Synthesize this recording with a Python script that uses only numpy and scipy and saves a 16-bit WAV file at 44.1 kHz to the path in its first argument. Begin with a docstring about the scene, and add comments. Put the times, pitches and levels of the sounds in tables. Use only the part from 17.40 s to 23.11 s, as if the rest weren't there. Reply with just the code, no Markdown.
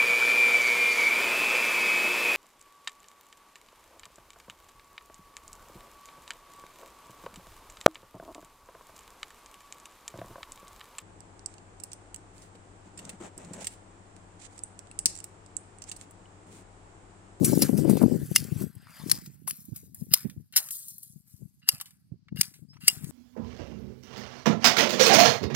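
"""Pruning a bare tree in the wind

Hand shears snap through dry twigs of an orchard tree; shocks ring their modes and noise bursts crack the wood.
Shaken branches rustle as dense grains of noise, spread wide; twigs tick, wood knocks, a squeak glides up.
Wind buffets the two ports of a small microphone, mostly the left one: lumpy noise and puffs of a few cycles,
strong at first and then mostly single puffs, over a faint hiss of open air."""
import sys
import numpy as np
from scipy import signal
from scipy.fft import rfft, irfft
from scipy.io import wavfile
from scipy.ndimage import uniform_filter1d

SR = 44100
rng = np.random.default_rng(int(sys.argv[2]) if len(sys.argv) > 2 else 0)


def transcribe(u):
    """Save the signal u as a 16-bit wav file named by the first command-line argument.

    u: samples, shape (n,) or (channels, n), limited to [-1, 1]; the rate is SR.
    q: integer samples, one column per channel.
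    """
    v = np.clip(np.atleast_2d(u).T, -1, 1)
    q = np.round(v * 32767).astype(np.int16)
    wavfile.write(sys.argv[1], SR, q)


N = 251811
RISE_S = 0.0003  # attack of a break or tick


def amp(db):
    """Amplitude of a level in dB."""
    return 10 ** (np.asarray(db) / 20)


def evened(x):
    """Scales x to unit RMS."""
    return x / np.sqrt(np.mean(x ** 2) + 1e-20)


def read(points, hz):
    """Reads a spectrum between its points on a logarithmic pitch scale."""
    f, value = np.transpose(points)
    return np.interp(np.log(hz + 1), np.log(f + 1), value)


def along(rows, t):
    """Glides each column of a table through the times in its first column."""
    s, *columns = np.transpose(rows)
    return [np.interp(t, s, c) for c in columns]


def add(mix, s, sound, early=0):
    """Adds a sound in place, its sample number `early` falling at s seconds."""
    start = round(s * SR) - early
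    sound = sound[..., max(-start, 0):]
    part = mix[..., max(start, 0):][..., :sound.shape[-1]]
    part += sound[..., :part.shape[-1]]


def coloured(x, points):
    """Filters x by a spectrum in dB."""
    return irfft(rfft(x) * amp(read(points, np.fft.rfftfreq(len(x), 1 / SR))), len(x))


def lumps(size):
    """Slow chance of unit strength, changing over about size samples."""
    return evened(uniform_filter1d(uniform_filter1d(rng.standard_normal(N), size), size))


def peaked(t, s, db, rise_db_s, fall_db_s):
    """Power that climbs to a peak at s and falls away, both at a steady rate in dB."""
    return amp(db - np.maximum(rise_db_s * (s - t), fall_db_s * (t - s))) ** 2


def shares(left_over_right_db):
    """Gains of two unrelated ports whose mean power is 2, split by the level difference."""
    ratio = amp(left_over_right_db)
    return 2 * np.array([ratio, np.ones_like(ratio)]) / np.sqrt(1 + ratio ** 2)


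# breeze under the puffs: time_s, level_db, left_over_right_db
BREEZE_COURSE = [(0.0, -25.5, 19.5), (0.57, -24, 28), (0.75, -29.5, 18), (0.86, -49, -13),
                 (1.02, -38, 41.5), (1.56, -63.5, -4), (1.65, -37, 37), (1.81, -49, -18),
                 (2.35, -58.5, -24), (2.42, -50, 11), (2.8, -58.5, -3), (2.86, -58, -42.5),
                 (3.01, -49.5, 11), (3.08, -68.5, -5), (4.07, -63, 31.5), (4.23, -67.5, -19.5),
                 (5.36, -57.5, 40), (5.71, -48, 14)]
# single puffs at the microphone: start_s, level_db, pitch_hz, left_over_right_db
WIND_PUFFS = [(0.026, -16, 258, 41), (0.092, -16.5, 198, 21), (0.127, -12.5, 266, 36),
              (0.218, -14, 276, 30), (0.289, -15, 246, 45), (0.325, -15, 172, 39), (0.345, -25.5, 273, 38),
              (0.39, -19.5, 240, 31), (0.445, -18.5, 312, 36), (0.492, -6.5, 212, 40),
              (0.525, -17, 211, 36), (0.549, -14.5, 197, 37), (0.567, -16, 268, 37), (0.613, -11, 310, 21),
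              (0.631, -5, 233, 33), (0.711, -18, 225, 37), (0.824, -23, 147.5, 28), (0.909, -18, 169, 37),
              (1.003, -25.5, 139, 30), (1.07, -38, 140, 22), (1.117, -19.5, 146.6, 32),
              (1.156, -21.5, 171, 22), (1.206, -20.5, 152, 29), (1.234, -20.5, 188.3, 29),
              (1.36, -35, 149, 31), (1.66, -26.5, 155.5, 15.5), (1.872, -38.5, 153, -2),
              (2.281, -35, 190, -50), (2.317, -27, 165.3, -45.5), (2.616, -24.5, 178.7, 47),
              (2.684, -39.5, 167, 16), (2.709, -29, 150, 24), (2.844, -29, 157, -24), (2.85, -21, 190, -33),
              (2.97, -30, 138.7, 29), (3.696, -47, 167, 30), (3.756, -39, 150.8, 44),
              (3.936, -39, 124.8, 45.5), (4.023, -33.5, 158, 29.5), (4.05, -37, 143.7, 28),
              (4.332, -34.5, 153.9, -18.5), (4.716, -28, 137.7, -19.5), (4.919, -25.5, 170.4, 13),
              (4.943, -29, 139, 20), (4.986, -27.5, 151, 22), (5.217, -37, 151.7, 38.5),
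              (5.431, -36.5, 154.5, 54.5), (5.568, -40, 150, 29.5), (5.634, -27, 151, 30)]
SWELL_DB, SWELL_LAW = -45, 0.94  # peak for a puff listed at -31 dB, dB gained per dB of puff
SWELL_RISE_DB_S, SWELL_FALL_DB_S = 650, 450


def gusting():
    """Turbulence gain at each port: the breeze plus a swell of power on the side of each puff."""
    t = np.arange(0, N + 64, 64) / SR
    level_db, side_db = along(BREEZE_COURSE, t)
    power = (amp(level_db) * shares(side_db)) ** 2
    for s, db, _, side_db in WIND_PUFFS:
        swell_db = SWELL_DB + SWELL_LAW * (db + 31.0)
        swell = peaked(t, s + 0.01, swell_db, SWELL_RISE_DB_S, SWELL_FALL_DB_S)
        power = power + shares(side_db)[:, None] ** 2 * swell
    return [np.interp(np.arange(N) / SR, t, np.sqrt(port)) for port in power]


SHARP, SHARP_PER_DB = 0.3, 0.06  # overtone against the one below for a puff listed at -22 dB; rise per dB


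def puff_of_wind(db, hz, side_db):
    """A few wavering cycles of pressure; harder puffs have stronger overtones."""
    t = np.arange(3000) / SR
    attack = np.minimum(t / 0.0046, 1)
    shape = (2.16 * np.exp(-((t - 0.007) / 0.0055) ** 2) + 0.15 * np.exp(-t / 0.016)) * attack
    wobble = uniform_filter1d(rng.standard_normal((2, len(t))), size=120, axis=1)
    turn = 2 * np.pi * (hz * np.cumsum(1 + 1.4 * wobble, axis=1) / SR)
    # the wave crests near the height of the puff
    turn = turn - turn[:, [300]] + rng.normal(0, 0.5, (2, 1))
    sharp = np.clip(SHARP + SHARP_PER_DB * (db + 22), 0, 0.6)
    wave = sum(sharp ** k * np.exp(-k * t / 0.011) * np.cos((k + 1) * turn) for k in range(6))
    return amp(db - 9.5) * shares(side_db)[:, None] * rng.choice([-1, 1]) * shape * wave


# spectrum of strong wind at the microphone: pitch_hz, level_db
STRONG_WIND = [(12, -56.5), (20, -29), (59, -35), (141, 0), (213, -0.5), (360, -5), (630, -26), (755, -32),
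               (1500, -58), (1950, -79)]
# spectrum of light wind at the microphone: pitch_hz, level_db
LIGHT_WIND = [(12, -39.5), (20, -28.5), (59, -12.5), (156, -2), (258, -15.5), (386, -39), (505, -72),
              (700, -77.5), (910, -103)]


def wind():
    """Lumpy turbulence, unrelated at each port and brighter when strong, with single puffs on top."""
    gain = gusting()
    out = np.zeros((2, N))
    for port in range(2):
        noise = rng.standard_normal(N)
        lumpy = gain[port] * amp(5.3 * lumps(size=260) - 4)
        strong = np.clip((20 * np.log10(lumpy) + 52) / 30, 0, 1)
        strong_noise = evened(coloured(noise, STRONG_WIND))
        light_noise = evened(coloured(noise, LIGHT_WIND))
        out[port] = lumpy * (strong * strong_noise + (1 - strong) * light_noise)
    for s, *row in WIND_PUFFS:
        add(out, s, puff_of_wind(*row))
    return out


AIR_DB = -84


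def air():
    """Faint steady hiss of the open air above the bass, unlike at each port."""
    tone = [(300, -28), (600, -3.5), (3600, -5), (4700, 4.5), (9000, -19.5)]
    return amp(AIR_DB) * np.array([evened(coloured(port, tone)) for port in rng.standard_normal((2, N))])


# branches are shaken, swing up and settle: peak_s, hiss_level_db, scraping_level_db, build_up_s, hiss_t60_s
BRANCH_SHAKES = [(0.062, -28.5, -45.5, 0.048, 0.75), (0.233, -34, -41.5, 0.012, 0.38),
                 (0.374, -43, -54.5, 0.038, 1.1), (0.499, -48.5, -49.5, 0.17, 1.2),
                 (0.62, -46, -57, 0.063, 0.14), (0.94, -48, -61.5, 1, 0.42),
                 (0.98, -50.5, -54, 0.011, 0.78), (1.218, -47.5, -55, 0.5, 0.32),
                 (1.601, -58.5, -53.5, 0.34, 0.99), (1.69, -46.5, -57, 0.22, 0.29),
                 (1.73, -50, -58.5, 0.015, 0.93), (2.118, -47.5, -65, 0.011, 0.8),
                 (2.361, -50.5, -67, 0.027, 0.4), (2.547, -55, -75, 0.0064, 1.08),
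                 (2.758, -46, -51, 0.0092, 0.51), (3.2, -37.5, -52, 0.025, 0.46),
                 (3.311, -36, -68, 0.0061, 0.88), (3.63, -47, -77.5, 0.0094, 0.27),
                 (3.871, -61.5, -84, 0.015, 1.3), (4.306, -58, -53.5, 0.012, 0.62),
                 (4.417, -59.5, -67.5, 0.008, 0.56), (5.04, -52, -59.5, 0.0087, 0.48),
                 (5.339, -66.5, -59, 0.014, 0.15), (5.501, -37.5, -47.5, 0.012, 0.22),
                 (5.41, -56, -68.5, 0.012, 0.74), (5.55, -56.5, -60, 0.023, 2), (5.7, -49, -84, 0.14, .5)]
BUILD_DB, SCRAPE_FADE = 23.5, 1.27  # growth over the build-up; scraping dies this much faster than hiss


def shaking():
    """Gains of hiss and scraping: all shakes of the branches add in power."""
    t, fine, coarse = np.arange(0, N + 128, 128) / SR, 0, 0
    for s, fine_db, coarse_db, build, t60 in BRANCH_SHAKES:
        rise, fall = BUILD_DB / max(build, 0.003), 60 / max(t60, 0.05)
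        fine = fine + peaked(t, s, fine_db, rise, fall)
        coarse = coarse + peaked(t, s, coarse_db, rise, SCRAPE_FADE * fall)
    return [np.interp(np.arange(N) / SR, t, np.sqrt(power)) for power in (fine, coarse)]


# spectrum of the fine hiss of twigs: pitch_hz, level_db
TWIG_HISS = [(2060, -56.5), (3500, -19), (6920, -8), (7880, -5), (9570, -6.5), (11400, -3), (15700, -11),
             (16500, -28)]
# spectrum of the coarse scraping of branches: pitch_hz, level_db
BRANCH_SCRAPING = [(350, -37), (600, -6), (1020, -6), (1610, -0.5), (2640, -5), (3970, -10.5), (5000, -5),
                   (6500, -43), (11000, -120)]


def rustle():
    """Dense tiny twig contacts, in clumps and patches of colour, heard as fine hiss and coarse scraping."""
    fine_gain, coarse_gain = shaking()
    grain_gain = amp(2.6 * np.minimum(rng.exponential(1, (2, N)), 5))
    grains = rng.standard_normal((2, N)) * grain_gain
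    clumps_db = 2.4 * lumps(size=40) + 2.2 * lumps(size=600)
    fine = evened(coloured(grains[0], TWIG_HISS) * amp(clumps_db))
    coarse = evened(coloured(grains[1], BRANCH_SCRAPING) * amp(0.21 * clumps_db))
    z = signal.stft(fine_gain * fine + coarse_gain * coarse, nperseg=256, noverlap=192)[2]
    # patches a few bands wide and some frames long
    patches = rng.standard_normal(z.shape[::-1]).T
    patches = evened(uniform_filter1d(uniform_filter1d(patches, size=3, axis=0), size=24, axis=1))
    return signal.istft(z * amp(3.3 * patches - 1.2), nperseg=256, noverlap=192)[1][:N]


# modes of the shears (handles under 4 kHz, blades up to 7 kHz, pivot above), before the grip acts:
# pitch_hz, level_db, t60_s
SHEAR_MODES = [(2140, -3, 0.018), (2800, -1, 0.03), (3110, -9, 0.016), (4980, -1, 0.022),
               (5377, -13, 0.025), (6400, -12.5, 0.02), (7980, -2, 0.015), (10000, 2, 0.026),
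               (10880, -0.5, 0.018), (12900, -3.5, 0.015)]


def ringing(drive, handle_db, blade_db, pivot_db, loose):
    """Shocks drive the shears; the grip damps the modes; each pitch is raised slightly at random."""
    t, ring = np.arange(len(drive)) / SR, np.zeros(len(drive))
    for hz, db, t60 in SHEAR_MODES:
        part_db = handle_db if hz < 4000 else blade_db if hz < 7000 else pivot_db
        decay = amp(db + part_db - 60 * t / (loose * t60))
        mode = decay * np.sin(2 * np.pi * hz * rng.uniform(1.0, 1.015) * t)
        ring += signal.oaconvolve(drive, mode)[:len(t)]
    return ring


# twigs tick against each other or the shears:
# start_s, level_db, tone_at_2_khz_db (higher is duller), t60_s, shears_ring_db
TWIG_TICKS = [(0.045, -9, -32, 0.066, -32), (0.376, -27.5, -38, 0.043, 24), (0.4964, -21.5, -23, 0.18, 7),
              (0.569, -29.5, -7, 0.16, -24), (0.626, -25, -43, 0.049, -24), (0.9145, -32, -57, 0.02, -16),
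              (1.221, -31.5, -37, 0.047, -7.5), (1.352, -40.5, -49, 0.036, -23),
              (1.697, -18.5, -9, 0.029, -41.5), (1.701, -20, -20, 0.03, -10),
              (1.8607, -33, -7.5, 0.038, 21), (2.098, -23.5, -30, 0.041, -18.5),
              (2.253, -37, -39, 0.05, -19.5), (2.361, -27, -26, 0.066, -9), (2.546, -28, -37, 0.035, -36.5),
              (2.898, -37, -1, 0.074, -17), (3.1247, -37, -14.5, 0.071, -22),
              (3.138, -37.5, 13, 0.041, -26), (3.1753, -8, -10.5, 0.02, -24),
              (3.287, -28, -8.5, 0.043, -10), (3.3073, -19, -21.5, 0.025, -23),
              (3.4825, -29, -32.5, 0.16, -20.5), (3.582, -28, -55, 0.026, -27),
              (3.6324, -29.5, -42, 0.026, -14), (4.4002, -31.5, 5, 0.06, -2),
              (4.4115, -20.5, -8, 0.039, -6), (4.4575, -38.5, -3, 0.12, -18), (4.507, -44, -4, 0.045, -15),
              (5.031, -27.5, 1, 0.069, -15), (5.139, -42.5, -3, 0.16, -5), (5.449, -45.5, -10, 0.055, 0),
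              (5.644, -30.5, -4.5, 0.033, -20.5)]


def tick(db, dull_db, t60, ring_db):
    """A sharp snap with a short trail of twig noise, and shocks that ring the shears."""
    t = np.arange(3500) / SR
    noise, chatter = rng.standard_normal((2, len(t)))
    tone = [(500, dull_db - 27), (2000, dull_db), (5000, dull_db / 2), (10000, -2.0), (16000, -6.5)]
    snap = amp(-9.5 - 60 * t / 0.0084)
    trail = amp(-10.0 - 60 * t / np.clip(t60, 0.005, 0.2))
    shape = np.minimum(t / RISE_S, 1) * (snap + trail)
    shocks = 0.007 * chatter * np.exp(-t / 0.00009)
    ring = ringing(shocks, ring_db - 6.0, ring_db, ring_db - 11.5, loose=0.99)
    return amp(db) * (shape * evened(coloured(noise, tone)) + ring)


# the shears close on a twig: break_s, level_db, handle_ring_db, blade_ring_db, crack_db, break_ms,
# bite_ms (blade bites this early), grind_db, lead_in_db (crack noise swelling over a few ms before the break),
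# loose (grip, factor on ring time), meet_ms (handles meet this late), meet_db (that second blow)
SHEAR_CUTS = [(0.048, -14, -51, -39, -15, 6.1, 8.1, -62.5, -22, 1.8, 5.2, -1),
              (0.2202, -19.5, -24, -30, 0.5, 17.4, 33, -20, -6, 1.4, 3.7, -1),
              (0.961, -10.5, -4, 0.5, 5, 1.42, 22, -51.5, -13.5, 1.19, 3.44, -9.5),
              (1.7151, -4.5, -24, -7, -4.5, 1.9, 9.4, -35.5, -19, 0.8, 4, -13),
              (2.0754, -20.5, -37, -38, -26, 33, 7.3, -22, -18, 1.1, 3.4, 4.5),
              (2.1087, -19, -29, -18, -10, 2.7, 16, -29, -22.5, 1.1, 1.8, -14.5),
              (2.7373, -11, -13.5, -3, 4, 6.4, 32, -30.5, -20, 0.97, 3.4, -18),
              (3.1620, -11, -17.5, -3.5, -8, 30, 38, -48, -13, 0.16, 4.2, 7.5),
              (4.289, -16.5, 1, 4, 7, 2.55, 83.5, -53.5, -14.5, 0.85, 3.73, -8),
              (5.0114, -19, 1, -15.5, 6.5, 6, 56.3, -30, -18, 0.57, 4, -11.5),
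              (5.4799, -18.5, 0, 1.5, 10, 4.4, 83, -35.5, -14.5, 1.8, 3.97, 4)]
# spectrum of cracking wood: pitch_hz, level_db
WOOD_CRACK = [(180, -45.5), (300, -20), (1020, -33), (2100, -11), (3900, -8), (5020, 5), (6100, -5),
              (9980, 1), (15200, -3.5), (16500, -21.5)]
# spectrum of the blade working into wood: pitch_hz, level_db
BLADE_GRIND = [(350, -62), (600, -33), (1610, -6.5), (2340, -19.5), (2800, -7), (5870, -5.5), (13900, 4.5),
               (16000, -9)]
LEAD = 3200  # samples of a cut before the break; earlier grinding is left out


def cut(db, handle_db, blade_db, crack_db, break_ms, bite_ms, grind_db, lead_in_db, loose, meet_ms, meet_db):
    """The blade grinds into the twig, fibres break in a quick run of shocks, splinters trail off."""
    t = np.arange(-LEAD, 5000) / SR
    after = np.maximum(t, 0)
    noise, chatter, grit, slips = rng.standard_normal((4, len(t)))

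    through = after * 1000 / max(break_ms, 1)  # how far the break has run
    fibres = amp(2.1 * evened(uniform_filter1d(slips, size=60)))
    breaking = np.minimum(after / RISE_S, 1) * np.exp(-through) / (1 + through ** 6) * fibres
    gritty_db = 4.5 * evened(uniform_filter1d(slips, size=120)) - 3
    splinters = amp(-26.5 + gritty_db - 60 * after / 0.29) * (t >= 0)
    late = t - meet_ms / 1000
    first_blow = np.exp(-after / 0.0009) * (t >= 0)
    second_blow = amp(meet_db) * np.exp(-np.maximum(late, 0) / 0.0012) * (late >= 0)
    snap = 1.2 * (first_blow + second_blow)
    lead_in = amp(lead_in_db) * np.exp(np.minimum(t, 0) / 0.004) * (t < 0)
    wood = evened(coloured(noise * amp(1.3 * chatter ** 2), WOOD_CRACK))
    crack = amp(crack_db) * wood * (snap + breaking + splinters + lead_in)

    # light pressure is dull
    pressed = coloured(coloured(grit, BLADE_GRIND), [(4000, 0.0017), (8000, min(1.5 * (grind_db + 27), 0))])
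    since_bite = t + bite_ms / 1000
    slips_db = gritty_db + 8 * since_bite / (bite_ms / 1000)
    biting = np.clip(since_bite / 0.0095, 0, 1) * (t < 0)
    grinding = amp(grind_db + slips_db) * biting * evened(pressed)

    # the slipping blade keeps the shears ringing
    singing = ringing(0.045 * grinding, -1.0, 0.0, -30, loose=1.4)
    # blades meet, fibres chatter
    blow = 0.5 * np.exp(-(t / 0.00002) ** 2) + 0.046 * chatter * (breaking + snap)
    ring = ringing(blow, handle_db, blade_db, -4.0, max(loose, 0.2))
    whole = crack + 0.7 * grinding + singing + ring
    # small parts radiate no bass
    return amp(db) * signal.sosfilt(signal.butter(3, 1200, "high", fs=SR, output="sos"), whole)


# the shears knock softly against wood: start_s, level_db, wood_pitch_hz, handle_ring_db
WOOD_KNOCKS = [(0.626, -29, 946, -28), (1.469, -42.5, 1335, -14), (1.7153, -28, 1380, -17.5),
               (1.774, -41.5, 1315, -23), (2.077, -26, 1097, -31), (4.219, -57, 1937, -3),
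               (4.277, -36, 1590, -2), (4.403, -36.5, 1400, -20), (4.412, -34.5, 1275, -13.5),
               (4.884, -41, 1947, -3.5), (4.971, -40, 1750, 17), (5.333, -55.5, 1355, -10),
               (5.368, -44.5, 1300, -7), (5.41, -50.5, 2000, 12.5)]


def knock(db, hz, handle_db):
    """A rough dull tap on wood, noise gathered at its pitch, that also rings the handles."""
    t = np.arange(2500) / SR
    noise, chatter = rng.standard_normal((2, len(t)))
    tone = [(hz / 3, -28), (0.7 * hz, -10), (hz, 0), (1.5 * hz, -11),
            (4200, -20), (5200, -12), (6500, -40)]
    tap = evened(coloured(noise, tone)) * amp(-60 * t / 0.03) * np.minimum(t / 0.00021, 1)
    shocks = 0.18 * chatter * np.exp(-t / 0.00023)
    ring = ringing(shocks, handle_db, handle_db - 12.0, -61, loose=2.0)
    return amp(db - 8.0) * (tap + ring)


# a thin rising squeak: time_s, pitch_hz, level_db
RISING_SQUEAK = [(5.28, 4860, -75), (5.306, 5150, -55.5), (5.345, 5330, -68.5), (5.385, 6270, -71.5)]


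def squeak():
    """A thin whistle, one sine of wavering pitch that glides up."""
    t = np.arange(RISING_SQUEAK[0][0], RISING_SQUEAK[-1][0], 1 / SR)
    hz, db = along(RISING_SQUEAK, t)
    waver = 1 + 0.1 * uniform_filter1d(rng.standard_normal(len(t)), size=80)
    whistle = np.sin(2 * np.pi * np.cumsum(hz * waver) / SR)
    return np.sqrt(2) * amp(db) * whistle * signal.windows.tukey(len(t), 0.2)


def scattered(x):
    """A short noise echo, unlike at each port, fading from one random pattern to the next."""
    size, out = 16384, np.zeros_like(x)
    padded = np.pad(x, ((0, 0), (size // 2, size)))
    fade = signal.windows.hann(size, sym=False)
    for start in range(0, N + size // 2, size // 2):
        echo = rng.standard_normal((2, 1500)) * amp(-60 * np.arange(1500) / SR / 0.02)
        echo = echo / np.linalg.norm(echo[0])
        piece = signal.fftconvolve(padded[:, start:start + size] * fade, echo, axes=1)
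        add(out, start / SR, piece, early=size // 2)
    return out


# colour between the two ports of the microphone: pitch_hz, left_over_right_db
PORT_TILT = [(60, 1), (110, 15), (200, -6.5), (380, -1), (700, -0.5), (1290, 7.5), (2380, -3), (4400, 5),
             (8120, 0), (15000, 8.5)]
# the microphone turns: time_s, left_lag_ms
PORT_LAG = [(0, 0.027), (1.5, 0.015), (2, 0.06), (3.5, 0.084), (5.7, .11)]


def ports(x, echo_db):
    """Sound reaches the left port later and coloured, with a little scatter."""
    hz, t, z = signal.stft(x, SR, nperseg=256, noverlap=192)
    tilt = amp(read(PORT_TILT, hz)[:, None] / 2)  # half at each port
    delay = np.exp(-2j * np.pi * hz[:, None] * along(PORT_LAG, t)[0] / 1000)
    pair = np.array([z * tilt * delay, z / tilt])
    both = signal.istft(pair, SR, nperseg=256, noverlap=192)[1][:, :N]
    return both + amp(echo_db) * scattered(both)


def scene():
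    """Shears, twigs and branches at the ports, a softer wide rustle, wind and air over all."""
    near = rustle()
    # the same rustle more softly, drawn separately for each port, for width
    wide = amp(-13) * np.array([rustle(), rustle()])
    for s, *row in SHEAR_CUTS:
        add(near, s, cut(*row), early=LEAD)
    for play, table in (tick, TWIG_TICKS), (knock, WOOD_KNOCKS):
        for s, *row in table:
            add(near, s, play(*row))
    add(near, RISING_SQUEAK[0][0], squeak())
    return ports(near, echo_db=-6.5) + wide + wind() + air()


EDGE_HZ = 15900  # upper band limit of the recorder


def record(dry):
    """A wind filter trims the bass, peaks overload softly, then the band limit."""
    trimmed = signal.sosfilt(signal.butter(3, 70, "high", fs=SR, output="sos"), dry)
    soft = 0.82 * np.tanh(trimmed / 0.82)
    band = signal.firwin(255, EDGE_HZ, window=("kaiser", 12), fs=SR)
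    return signal.oaconvolve(soft, band[None], "same")


dry = scene()
out = record(dry)
transcribe(out)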